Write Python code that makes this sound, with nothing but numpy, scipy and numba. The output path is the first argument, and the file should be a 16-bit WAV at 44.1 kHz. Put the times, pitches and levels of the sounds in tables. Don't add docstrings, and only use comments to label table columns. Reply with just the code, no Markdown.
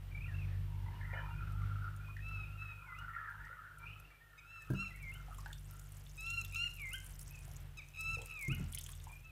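import sys
import numpy as np
from scipy import signal
from scipy.fft import rfft, irfft
from scipy.io import wavfile
from scipy.ndimage import uniform_filter1d
from numba import njit

SR = 44100
rng = np.random.default_rng(int(sys.argv[2]) if len(sys.argv) > 2 else 0)


def voltage_ratio(decibels):
    exponent = np.asarray(decibels, float) / 20
    return 10 ** exponent


def put_to_file(sound):
    columns = np.atleast_2d(sound).T
    safe = np.clip(columns, -1, 1)
    whole_steps = np.round(safe * 32767)
    wavfile.write(sys.argv[1], SR, whole_steps.astype(np.int16))


N = 410557

# [t/s,
# peak level/dB, colour f/Hz]
BIG_DROPS = [(4.9612, -50, 10900), (5.026, -50, 8020), (5.1393, -47, 9730), (5.3458, -51, 10100),
             (5.3827, -46, 7290), (5.4042, -49, 5560), (5.5289, -45, 7240), (5.709, -46, 13300),
             (5.7943, -47, 7140), (5.8876, -53, 13500), (5.9205, -48, 8440), (5.9689, -48, 7310),
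             (6.2064, -41, 6980), (6.3026, -38, 6840), (6.4129, -40, 6760), (6.4473, -39, 13000),
             (6.5226, -46, 11000), (6.5461, -42, 6500), (6.566, -41, 6720), (6.7401, -47, 11400),
             (6.7636, -46, 12600), (6.8165, -44, 11300), (6.8684, -47, 8310), (6.9322, -36, 9700),
             (6.9547, -42, 11300), (6.9806, -46, 7060), (7.0445, -44, 11200), (7.0634, -40, 10800),
             (7.1058, -45, 10500), (7.1921, -41, 8320), (7.2121, -40, 10100), (7.2774, -45, 8140),
             (7.3533, -49, 6480), (7.3887, -49, 7900), (7.4505, -49, 7830), (7.5139, -49, 6030),
             (7.5648, -43, 6870), (7.7718, -50, 6480), (7.8855, -52, 6300), (8.0078, -37, 7870),
             (8.145, -45, 6680), (8.2173, -43, 7590), (8.2582, -43, 8850), (8.4109, -42, 12200),
             (8.4253, -39, 7980), (8.4488, -47, 7320), (8.4807, -42, 6620), (8.5181, -47, 8120),
             (8.5475, -43, 12200), (8.5959, -48, 7780), (8.7246, -37, 9020), (8.7476, -29, 10400),
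             (8.785, -33, 9550), (8.8109, -39, 6900), (8.8394, -39, 7080), (8.8633, -40, 7150),
             (8.8903, -42, 10100), (8.9172, -39, 8560), (9.0404, -48, 6900), (9.1182, -49, 9210)]
# [t/s, level/dB]
FLOW = [(4.6, -65), (5.3, -63), (5.4, -59), (6.15, -57), (6.3, -54), (7.3, -54), (7.58, -58), (7.7, -70.5),
        (7.95, -62), (8.02, -54), (8.68, -58), (8.75, -49), (8.95, -54), (9.28, -65.5)]


def noise():
    return rng.standard_normal(N)


def level(x, db):
    return x * voltage_ratio(db) / np.sqrt(np.mean(x ** 2))


def colour(x, shape):
    hz, db = np.transpose(shape)
    grid = np.maximum(np.arange(N // 2 + 1) * SR / N, 1)
    gain_db = np.interp(np.log(grid), np.log(hz), db, left=-90, right=-90)
    return irfft(rfft(x) * voltage_ratio(gain_db), N)


def walk(rate):
    k = int(SR / rate)
    steps = np.repeat(rng.standard_normal(N // 50), k)[:N + k]
    return 1.244 * uniform_filter1d(uniform_filter1d(steps, k), k)[:N]


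def unroll(table, fade=.005):
    s, *columns = np.transpose(table)
    span = slice(max(int(s[0] * SR), 0), min(int(s[-1] * SR), N))
    t = np.arange(span.start, span.stop) / SR
    gate = np.clip(np.minimum(t - s[0], s[-1] - t) / fade, 0, 1)
    return span, gate, [np.interp(t, s, c) for c in columns]


def add(out, s, sound):
    i = int(s * SR)
    out[i:i + len(sound)] += sound[:max(N - i, 0)]


@njit
def svf(x, hz, width):
    y, b, l = np.empty(len(x)), 0., 0.
    for i in range(len(x)):
        g, k = np.tan(np.pi * hz[i] / SR), width / hz[i]
        v = (b + g * (x[i] - l)) / (1 + g * (g + k))
        b, l, y[i] = 2 * v - b, l + 2 * g * v, k * v
    return y


def resonate(x, hz, width):
    return svf(x, np.full(len(x), hz, float), float(width))


def resonate_twice(x, hz, width):
    return resonate(resonate(x, hz, width), hz, width)


def echoes(x, t60, wet_db, gap=.02):
    t = np.arange(SR) / SR
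    tail = rng.standard_normal(SR) * voltage_ratio(-60 * t / t60) * (t > gap)
    return x + voltage_ratio(wet_db) * signal.fftconvolve(x, tail / np.sqrt(np.sum(tail ** 2)))[:N]


def drone_db():
    # [t/s, level/dB]
    gated = [(0.0, -48), (0.4, -40.5), (1.4, -44.5), (2.27, -51), (3.2, -59.5), (3.7, -61.5), (4.2, -67.5),
             (4.3, -65), (4.66, -61.5), (4.88, -53), (5.12, -49), (6.2, -53), (7.68, -50), (7.83, -55),
             (8.42, -59), (8.66, -47.5), (9.29, -55)]
    # [crest t/s, closing time/s, lift/dB]
    openings = [(1.6, 0.65, 5.5), (2.42, 0.55, 7), (3.05, 0.12, 8.5), (3.43, 0.14, 9), (3.88, 0.27, 13),
                (4.74, 0.12, 10), (6.37, .35, 4), (8.12, .27, 13), (8.53, .2, 12)]
    t = np.arange(N) / SR
    db = np.interp(t, *np.transpose(gated))
    for s, close, lift_db in openings:
        opening_s = 0.062 + 0.39 * close
        db += np.interp(t, (s - opening_s, s, s + close), (0, lift_db, 0))
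    return db


def motors(beat_db=(1.0, 2.5, 1.5), rumble_db=-8):
    # [f/Hz, density/dB per Hz]
    rumble = [(25, -31), (45, 2.5), (110, 3), (170, -7.5), (230, -20.5), (330, -27)]
    # [t/s, f/Hz, level/dB against the drone]
    tones = [
        [(0, 46.5, -4), (2.6, 49.47, -3.5), (5.3, 47.25, -1.5), (8.8, 42.8, -4.5), (9.31, 41.37, -2.5)],
        [(0, 92.45, -3.5), (1.8, 99.56, -2.5), (4.6, 99.7, -7.5), (8, 87.2, -6.5), (9.31, 82.8, -4.5)],
        [(0, 145.3, -10), (2, 149.5, -12), (5, 147.4, -8), (9.31, 140.9, -9.5)],
    ]
    t = np.arange(N) / SR
    out = level(colour(noise(), rumble) * voltage_ratio(1.7 * walk(11)), rumble_db)
    for tone, spread_db in zip(tones, beat_db):
        span, _, (hz, db) = unroll(tone)
        gain = np.sqrt(2) * voltage_ratio(db + spread_db * walk(9)[span])
        out[span] += gain * np.sin(np.cumsum(2 * np.pi * hz / SR))
    for hz, db in ((246, -32.5), (348, -31.0)):
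        out += voltage_ratio(db + 1.5 * walk(8)) * np.sin(2 * np.pi * hz * t)
    return out * voltage_ratio(drone_db())


def air(field_share=0.39, hiss_share=0.19):
    # [f/Hz, density/dB per Hz]
    murmur_shape = [(140, -42), (230, -7.5), (734, -8), (1100, -9), (1370, -8), (1530, -8.5), (2370, -10),
                    (6000, -24.5), (7800, -53), (13200, -120)]
    hiss_shape = [(2650, 10.5), (4500, -6), (7610, -2), (12500, -1), (14900, 3.5), (16000, -34)]
    duck_db = uniform_filter1d(drone_db() + 51.5, SR // 6)
    murmur = level(colour(noise(), murmur_shape) * voltage_ratio(1.8 * walk(13)), -68)
    hiss = level(colour(noise(), hiss_shape) * voltage_ratio(0.22 * walk(6.6)), -72.5)
    murmur *= voltage_ratio(field_share * np.minimum(duck_db, 6.5))
    return murmur + hiss * voltage_ratio(hiss_share * np.minimum(duck_db, 2.5))


def swell(s, length, db):
    late = (np.arange(N) / SR - s) / length
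    return voltage_ratio(db - 1.5 - 14 * np.maximum(late, -late / .55))


def caw(hz, width, rasp_hz=75, jitter=.35, breathy=0.31, bead_db=2.5):
    chance = rng.standard_normal((2000, 2))
    at = (np.cumsum(np.exp(jitter * chance[:, 0])) * SR / rasp_hz).astype(int)
    pulses = np.zeros(N)
    pulses[at[at < N]] = voltage_ratio(3.1 * chance[at < N, 1])
    rasp = echoes(level(pulses, 0) + breathy * noise(), t60=0.27, wet_db=-0.5, gap=.006)
    return level(resonate_twice(rasp, hz, width) * voltage_ratio(bead_db * walk(45)), 0)


def crows():
    # [crest t/s, length/s, level/dB]
    main_caws = [(.29, .1, -62), (1.15, .2, -53), (1.3, .15, -55), (1.44, 0.12, -57), (1.62, 0.18, -54),
                 (1.84, 0.26, -51), (2.344, 0.17, -55), (2.654, .16, -55), (2.975, 0.36, -49),
                 (3.2, .2, -54), (3.5, 0.43, -55.5), (3.85, 0.3, -64), (4.38, 0.22, -63.5), (4.58, .1, -58),
                 (4.77, 0.15, -53), (5.17, .1, -58), (5.33, 0.12, -60), (6.4, .06, -58), (8.6, .15, -64),
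                 (5.74, 0.13, -61)]
    # [crest t/s, length/s, level/dB, f/Hz]
    upper_caws = [(0.526, 0.099, -62.5, 1830), (.95, .06, -64, 1740), (1.06, 0.12, -53, 1950),
                  (1.176, .1, -52, 1835), (1.82, 0.19, -59, 1550), (2.652, 0.13, -64, 1720),
                  (3.162, 0.2, -52, 1750), (3.3, 0.2, -54, 1680), (3.46, .15, -56, 1800),
                  (3.67, 0.14, -60.5, 1605), (3.85, .12, -69, 1675), (4.547, 0.36, -68, 1680)]
    # [crest t/s, length/s, level/dB]
    lower_caws = [(.72, .08, -63), (.8, .08, -63), (.95, .05, -60), (1.28, .08, -59), (.89, .12, -58),
                  (1.2, .15, -53), (2.856, .1, -60.5), (3.04, 0.087, -66), (3.36, 0.25, -62),
                  (3.842, .06, -65)]
    upper_hz = np.interp(np.arange(N) / SR, *np.transpose(upper_caws)[[0, 3]])
    main = caw(1370 * (1 + 0.025 * walk(20)), 150)
    lower = caw(950 * (1 + 0.03 * walk(12)), 130)
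    upper = caw(upper_hz * (1 + 0.046 * walk(22.02)), 274, rasp_hz=94.8)
    out = np.zeros(N)
    for voice, caws in ((main, main_caws), (upper, upper_caws), (lower, lower_caws)):
        out += voice * sum(swell(s, length, db) for s, length, db, *_ in caws)
    return out


def beats(rise_s=.006, t60=.045, slide=.03, trim_db=-2.5):
    # [t/s, peak level/dB, f/Hz]
    high_beats = [(1.0127, -46, 1770), (1.0321, -44, 1750), (1.0511, -43, 1950), (1.1184, -42, 1920),
                  (1.1369, -41, 2100), (1.1628, -38, 1390), (1.4731, -45, 1390), (1.5709, -51, 1320),
                  (1.6193, -45, 1250), (1.6373, -43, 1290), (1.766, -45, 1320), (1.8223, -41, 1430),
                  (1.8448, -42, 1390), (1.8857, -47, 1410), (2.0009, -49, 1360), (2.1671, -44, 1800),
                  (2.1905, -46, 1810), (2.3137, -45, 1350), (2.3706, -46, 1360), (2.3931, -47, 1290),
                  (2.5582, -49, 1370), (2.6185, -46, 1290), (2.853, -47, 1350), (2.8879, -42, 1440),
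                  (2.9233, -37, 1380), (2.9852, -39, 1390), (3.0451, -40, 1490), (3.1054, -40, 1420),
                  (3.1653, -36, 1390), (3.1848, -40, 1670), (3.2272, -41, 1380), (3.2875, -39, 1670),
                  (3.4092, -43, 1460), (3.511, -41, 1420), (3.5285, -42, 1490), (3.6522, -43, 1480),
                  (3.6721, -46, 1390), (3.7135, -48, 1480), (3.7739, -47, 1390), (4.5611, -50, 1330)]
    low_beats = [(0.781, -56, 961), (0.863, -49, 956), (0.893, -53, 926), (0.926, -53, 947),
                 (1.014, -59, 1040), (1.094, -53, 907), (1.14, -46, 953), (1.169, -48, 1000),
                 (1.257, -52, 934), (1.552, -56, 869), (1.586, -63, 805), (2.084, -54, 1080),
                 (2.411, -60, 810), (2.721, -59, 939), (2.873, -55, 921), (3.012, -56, 931),
                 (3.804, -62, 961), (3.842, -58, 953)]
    out, t = np.zeros(N), np.arange(SR // 10) / SR
    shape = np.minimum(t / rise_s, 1) * voltage_ratio(-60 * np.maximum(t - rise_s, 0) / t60)
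    for s, db, hz in list(high_beats) + list(low_beats):
        bend = 1 + slide * rng.standard_normal() * t / .02
        add(out, s - .004, voltage_ratio(db + trim_db) * shape * np.sin(2 * np.pi * hz * t * bend))
    return echoes(out, t60=.2, wet_db=-8, gap=.012)


def whistles(trill_hz=32, throb_db=4.0, waver=0.025):
    # [t/s, length/s, from f/Hz, to f/Hz, level/dB]
    calls = [(1.121, .4, 2400, 2530, -68), (1.14, .1, 2900, 3100, -70), (2.001, 0.27, 2480, 2450, -69),
             (3.79, .11, 2300, 2400, -62), (3.85, .09, 2450, 2600, -62), (2.46, .1, 2650, 2700, -66),
             (2.75, .1, 2520, 2480, -66), (3.861, .09, 2600, 3080, -65), (3.92, .14, 2500, 2600, -65),
             (4.1, .08, 2310, 2375, -68.5), (4.26, 0.12, 1830, 1780, -72), (4.74, .12, 2900, 2400, -62),
             (4.9, 0.099, 2050, 1950, -63), (7.302, 0.092, 2597, 2490, -67.5), (9.089, .1, 2330, 2500, -65)]
    out, throb, drift = np.zeros(N), voltage_ratio(throb_db * walk(70)), 1 + waver * walk(140)
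    for s, length, from_hz, to_hz, top_db in calls:
        note = [(s + share * length, from_hz + share * (to_hz - from_hz), top_db + db)
                for share, db in ((0, -4), (0.29, 0), (1, -6))]
        span, gate, (hz, db) = unroll(note, fade=0.0055)
        trill = .3 + .7 * np.sin(np.pi * trill_hz * np.arange(len(hz)) / SR) ** 2
        tone = np.sin(np.cumsum(2 * np.pi * hz * drift[span] / SR))
        out[span] += gate * voltage_ratio(db + 9.0) * trill * throb[span] * tone
    return echoes(out, t60=0.25, wet_db=-4.5)


def pips(throb_db=1.5, waver=.008):
    # [t/s, length/s, from f/Hz, to f/Hz, level/dB]
    glides = [(.114, .022, 2380, 2270, -58), (.146, .02, 2280, 2330, -50), (.174, .02, 2400, 2330, -53),
              (.206, .01, 2300, 2450, -54), (.214, .018, 2400, 2620, -52), (.241, .016, 2650, 2250, -50),
              (.255, .028, 2650, 2900, -61), (.278, .035, 1990, 1740, -55), (.315, .028, 1720, 1620, -59),
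              (.35, .014, 1650, 1700, -63), (.338, .022, 2550, 2850, -57), (.362, .02, 2700, 2560, -57),
              (.382, .028, 2850, 2430, -54), (.41, .032, 2680, 2320, -54), (.442, .014, 2350, 2050, -62),
              (.47, .025, 2650, 2400, -64), (.86, .014, 1950, 2000, -62), (.88, .014, 2000, 2100, -63),
              (.945, .035, 2900, 2900, -67), (1.008, .016, 2150, 2050, -57), (1.3, .04, 2750, 2800, -65),
              (4.375, .03, 2150, 2350, -63), (4.6, .06, 1800, 1750, -64), (4.2, .06, 1800, 1880, -64),
              (4.94, .035, 2150, 2250, -60), (5.03, .06, 2350, 2250, -57)]
    out, throb, drift = np.zeros(N), voltage_ratio(throb_db * walk(150)), 1 + waver * walk(200)
    for s, length, from_hz, to_hz, db in glides:
        share = np.linspace(0, 1, int(length * SR))
        hz = (from_hz + share * (to_hz - from_hz)) * drift[int(s * SR):][:len(share)]
        tone = np.sin(np.cumsum(2 * np.pi * hz / SR))
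        add(out, s, voltage_ratio(db + 4.5) * np.sin(np.pi * share ** .8) * tone)
    return echoes(out * throb, t60=.25, wet_db=-8, gap=.015)


def bucket():
    # [t/s, peak level/dB, pitch factor, brightness/dB per octave, ring length factor]
    knocks = [
        (4.702, -27.5, 0.99, 2.5, 1.03),
        (4.708, -34.5, 0.98, -2, 0.96),
        (4.734, -33, 1, 3.5, 0.69),
        (8.482, -32, 1.1, -4.5, 1.72),
        (8.512, -32.5, 1.12, -18, 1.4),
        (8.597, -34, 1.32, -4.5, 0.68),
        (8.607, -33, 1.13, -10, 0.77),
    ]
    # [f/Hz, level/dB, t60/s]
    modes = [(130, 2, 0.093), (192.8, -13, 0.33), (254, -8.5, 0.12), (292, -9.5, 0.11), (398, -20, 0.13),
             (630, -22.5, 0.044), (1600, -24, 0.05), (980, -31, 0.05)]
    out, t = np.zeros(N), np.arange(SR // 2) / SR
    for s, db, pitch, bright_db, free in knocks:
        ring = np.zeros(len(t))
        for hz, mode_db, t60 in modes:
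            tilt_db = bright_db * np.log2(hz / modes[0][0])
            ring += voltage_ratio(mode_db + tilt_db - 60 * t / (free * t60)) * np.sin(2 * np.pi * hz * pitch * t)
        crack = voltage_ratio(bright_db - 31.5 - 60 * t / 0.062) * rng.standard_normal(len(t))
        add(out, s, voltage_ratio(db + 0.5) * (ring * np.minimum(t / 0.0029, 1) + crack))
    return echoes(out, t60=0.29, wet_db=-5.5, gap=0.0027)


def plops(cycles=70, rise=1.5, click_db=-17):
    # [t/s, peak level/dB, f/Hz]
    gulps = [(1.132, -49, 533), (1.132, -49.5, 710), (1.6172, -52, 2070), (2.085, -52, 1050),
             (2.167, -44, 1776), (3.499, -61, 506), (4.1036, -53.5, 1764), (5.283, -51.5, 740),
             (5.385, -47.5, 1060), (5.4595, -39, 1494), (5.46, -48.5, 820), (6.6413, -48, 2016),
             (7.479, -58, 670), (8.17, -51.5, 471.6), (8.185, -54, 740), (8.21, -56, 850),
             (1.157, -50, 640), (1.19, -54, 530), (5.515, -50, 1450), (8.193, -52, 445),
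             (8.7475, -44.5, 2094), (8.8872, -54, 1633), (8.89, -55.5, 1070), (9.069, -47.5, 885)]
    out, t = np.zeros(N), np.arange(SR // 4) / SR
    onset = np.minimum(t / .002, 1)
    for s, db, hz in gulps:
        late, shift = rng.random(2)
        for lag, lag_db, f in ((0, 0, hz), (.022 + .025 * late, -7, hz * (.9 + .2 * shift))):
            bent = 2 * np.pi * f * t * (1 + rise * t)
            pair = np.sin(bent) + .7 * np.sin(1.09 * bent)
            add(out, s + lag, voltage_ratio(db + 1.0 + lag_db - 60 * t * (f + 300) / cycles) * onset * pair)
        slap = resonate(rng.standard_normal(len(t)), 2.2 * hz, 1.5 * hz)
        add(out, s, level(slap, db + click_db) * voltage_ratio(-60 * t / .03))
    return echoes(out, t60=0.2, wet_db=-8, gap=0.012)


def drips():
    # [t/s, peak level/dB, f/Hz]
    fat_drops = [(5.345, -56, 3200), (5.3994, -69, 3800), (5.529, -44.5, 3480), (6.0649, -51.5, 3480),
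                 (6.2666, -51, 3410), (6.3021, -48, 3500), (6.4467, -44, 3420), (6.556, -48, 3400),
                 (8.217, -48, 3200), (8.734, -43.5, 3234), (8.7746, -39, 3046), (8.7959, -44, 3460),
                 (8.8626, -45, 3190), (8.8895, -48, 3090), (8.9323, -50, 3440), (8.9999, -50.5, 3557)]
    out, t = np.zeros(N), np.arange(2000) / SR
    for s, db, hz in fat_drops:
        ring = voltage_ratio(-60 * t / .022) * np.sin(2 * np.pi * hz * t * (1 + 5 * t))
        splat = resonate(resonate(rng.standard_normal(2000), 0.88 * hz, 2200), hz, 1600)
        splat = level(splat, -9.0) * voltage_ratio(-60 * t / 0.042)
        add(out, s, voltage_ratio(db + 1.0) * np.minimum(t / 0.001, 1) * (ring + splat))
    return echoes(out, t60=0.26, wet_db=-6.5, gap=0.0015)


def burst(tint_hz=0, t60=.02, broad_db=0):
    t = np.arange(1600) / SR
    hz = tint_hz or 5000 * 2 ** (1.45 * rng.random())
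    broad, tint = rng.standard_normal((2, 1600))
    hiss = voltage_ratio(broad_db + 2.2 * rng.standard_normal()) * resonate_twice(broad, 10500, 21000)
    crackle = level(resonate_twice(tint, hz, 2000), -4)
    fade = voltage_ratio(-60 * np.maximum(t - 0.002, 0) / t60 - 3.0)
    return (hiss + crackle) * np.minimum(t / 0.0035, 1) ** 1.5 * fade


def trickle(gap_s=.024, jitter=.6, mean_db=-55, spread_db=3.5, growth=1.2):
    chance = rng.standard_normal((300, 2))
    s = FLOW[0][0] + np.cumsum(gap_s * np.exp(jitter * chance[:, 0]))
    flow_db = np.interp(s, *np.transpose(FLOW)) - np.mean(FLOW, axis=0)[1]
    db = growth * flow_db + mean_db + spread_db * chance[:, 1]
    clear = np.abs(s[:, None] - np.transpose(BIG_DROPS)[0]).min(axis=1) > .012
    return np.c_[s, db][clear & (s < FLOW[-1][0])].tolist()


def splatter(spray_db=-6, count=1500):
    # [t/s, peak level/dB]
    strays = [(1.5204, -52), (1.9629, -49.5), (2.2842, -53), (2.9871, -49), (3.3, -53), (3.45, -55),
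              (3.7843, -50.5), (3.9986, -48), (4.62, -51)]
    out = np.zeros(N)
    for s, db, *hz in list(BIG_DROPS) + list(strays):
        add(out, s - .0015, voltage_ratio(db + (1.0 if hz else -2.5)) * burst(*hz, t60=0.019, broad_db=-1.5))
        add(out, s + 0.0034 + 0.0073 * rng.random(), voltage_ratio(db + spray_db) * burst(t60=0.015, broad_db=-8))
        add(out, s - 0.012 + 0.016 * rng.random(), voltage_ratio(db + 1.8 * spray_db) * burst(t60=0.025, broad_db=-8))
    for s, db in trickle():
        add(out, s, voltage_ratio(db) * burst(t60=0.016, broad_db=-3.0))
    for s in rng.uniform(FLOW[0][0], FLOW[-1][0], count):
        db = np.interp(s, *np.transpose(FLOW)) - 2.0 + 2.8 * min(rng.exponential(), 3)
        add(out, s, voltage_ratio(db) * burst(t60=0.014, broad_db=-13.0))
    return echoes(out, t60=0.45, wet_db=-25, gap=.003)


def arch(s, length, crest, hz, db, start_hz=2530, droop_s=.016):
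    hold = length - droop_s - crest
    sag_hz, sag_db = hz - 950 * hold, db - 25 * hold
    return -20.5, [(s, start_hz, db - 17.5),
                   (s + .35 * crest, start_hz + .55 * (hz - start_hz), db - 5),
                   (s + crest, hz, db),
                   (s + crest + hold, sag_hz, sag_db),
                   (s + length, sag_hz - 170, sag_db - 9)]


def chip(s, length, hz, db):
    return -11.5, [(s, hz, db - 5), (s + 0.41 * length, hz, db), (s + length, hz - 420, db - 10.5)]


def fall(s, length, from_hz, floor_hz, db, slide_hz_per_s=4700, floor_s=.042, round_s=.02):
    land, end, attacked = s + length - floor_s, s + length, s + .4 * length
    leave = max(land - (from_hz - floor_hz) / slide_hz_per_s, s)
    times = np.unique([s, attacked, leave, land - round_s, land + round_s, end])
    hz = np.interp(times, (leave, land - round_s, land + round_s, end),
                   (from_hz, floor_hz + slide_hz_per_s * round_s / 2, floor_hz, floor_hz + 60))
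    return -23, np.c_[times, hz, db + np.interp(times, (s, attacked), (-10, 0))]


def flick(s, length, from_hz, top_hz, db):
    return -44, [(s, from_hz, db), (s + .68 * length, top_hz, db), (s + length, top_hz, db - 9)]


def lapwing(flutter_db=2.2, stutter_hz=77):
    # [t/s, length/s, crest after the start/s, second partial at the crest f/Hz, level/dB]
    arches = [(2.201, .255, .1, 2665, -48), (2.569, .172, .06, 2625, -49.5),
              (4.449, .204, 0.084, 2695, -55), (4.748, .14, .072, 2743, -44.5),
              (6.175, 0.25, .17, 2765, -40.5), (6.52, .164, .12, 2834, -38),
              (7.936, 0.23, .195, 2670, -39.5), (9.23, .08, .035, 2640, -58)]
    # [t/s, length/s, f/Hz, level/dB]
    chips = [(4.377, 0.041, 2520, -57.5), (7.77, 0.041, 2578, -47)]
    # [t/s, length/s, from f/Hz, floor f/Hz, level/dB]
    falls = [(2.858, 0.1, 2300, 2004, -57.5), (4.997, .12, 2440, 2093, -51), (6.765, .147, 2620, 2064, -47),
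             (8.255, .24, 2600, 2110, -48.5)]
    # [t/s, length/s, from f/Hz, top f/Hz, level/dB]
    flicks = [(2.946, 0.077, 2390, 2895, -61), (5.12, 0.058, 2600, 3034, -58),
              (6.91, 0.06, 2413, 3147, -49.5), (8.495, .052, 2347, 2950, -45)]
    # [from t/s, to t/s]
    stutters = [(6.515, 6.562), (7.93, 7.975), (8.255, 8.325), (6.765, 6.8)]
    # [f/Hz, level/dB]
    throat = [(1000, -36), (1270, -13), (1340, -10), (1375, -15), (1430, -17), (1470, -3), (1570, -1)]
    # [partial number, level/dB against the third]
    overtones = [(3, 1.5), (4, -4), (5, -5), (6, -9.5), (7, -20), (8, -26)]
    # [t/s, level/dB]
    facing = [(2.7, -6), (4.4, 0), (8.6, 0), (9.2, -10)]
    out, t = np.zeros(N), np.arange(N) / SR
    hoarse = sum((t > start) & (t < end) for start, end in stutters)
    unsteady = 1 + walk(700) * (.006 + .03 * hoarse)
    notes = []
    for rule, rows in ((arch, arches), (chip, chips), (fall, falls), (flick, flicks)):
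        notes += [rule(*row) for row in rows]
    for open_db, note in notes:
        span, gate, (second_hz, second_db) = unroll(note, fade=.003)
        crest_db = second_db.max()
        third_db = open_db + .6 * second_db + .4 * crest_db + np.interp(t[span], *np.transpose(facing))
        third_db -= 0.2 * np.maximum(2450 - second_hz, 0)
        first_db = second_db + .7 * (second_db - crest_db)
        first_db += np.interp(second_hz / 2, *np.transpose(throat))
        shut_db = .9 * np.minimum(third_db - second_db + 20, 0)
        phase = np.cumsum(np.pi * second_hz * unsteady[span] / SR)
        voice = voltage_ratio(first_db) * np.sin(phase) + voltage_ratio(second_db) * np.sin(2 * phase)
        for k, db in overtones:
            voice += voltage_ratio(third_db + db + (k - 3.5) * shut_db) * np.sin(k * phase)
        out[span] += np.sqrt(2) * gate * voice
    for start, end in stutters:
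        catch = np.clip(1.3 + 1.6 * np.cos(2 * np.pi * stutter_hz * (end - t)), .05, 1.3)
        out *= np.where((t > start) & (t < end), catch, 1)
    return echoes(out * voltage_ratio(flutter_db * walk(60)), t60=0.4, wet_db=-7.5)


def scene():
    background = motors() + air() + crows() + beats() + whistles() + pips()
    water = plops() + drips() + splatter()
    return (background + bucket() + water + lapwing())[None]


def band_limit(x):
    return signal.sosfilt(signal.butter(12, 16270, fs=SR, output="sos"), x)


def record(dry):
    top_cut = signal.ellip(8, .2, 60, 15750, fs=SR, output="sos")
    mix = signal.sosfilt(top_cut, dry)
    return band_limit(mix)


dry = scene()
out = record(dry)
put_to_file(out)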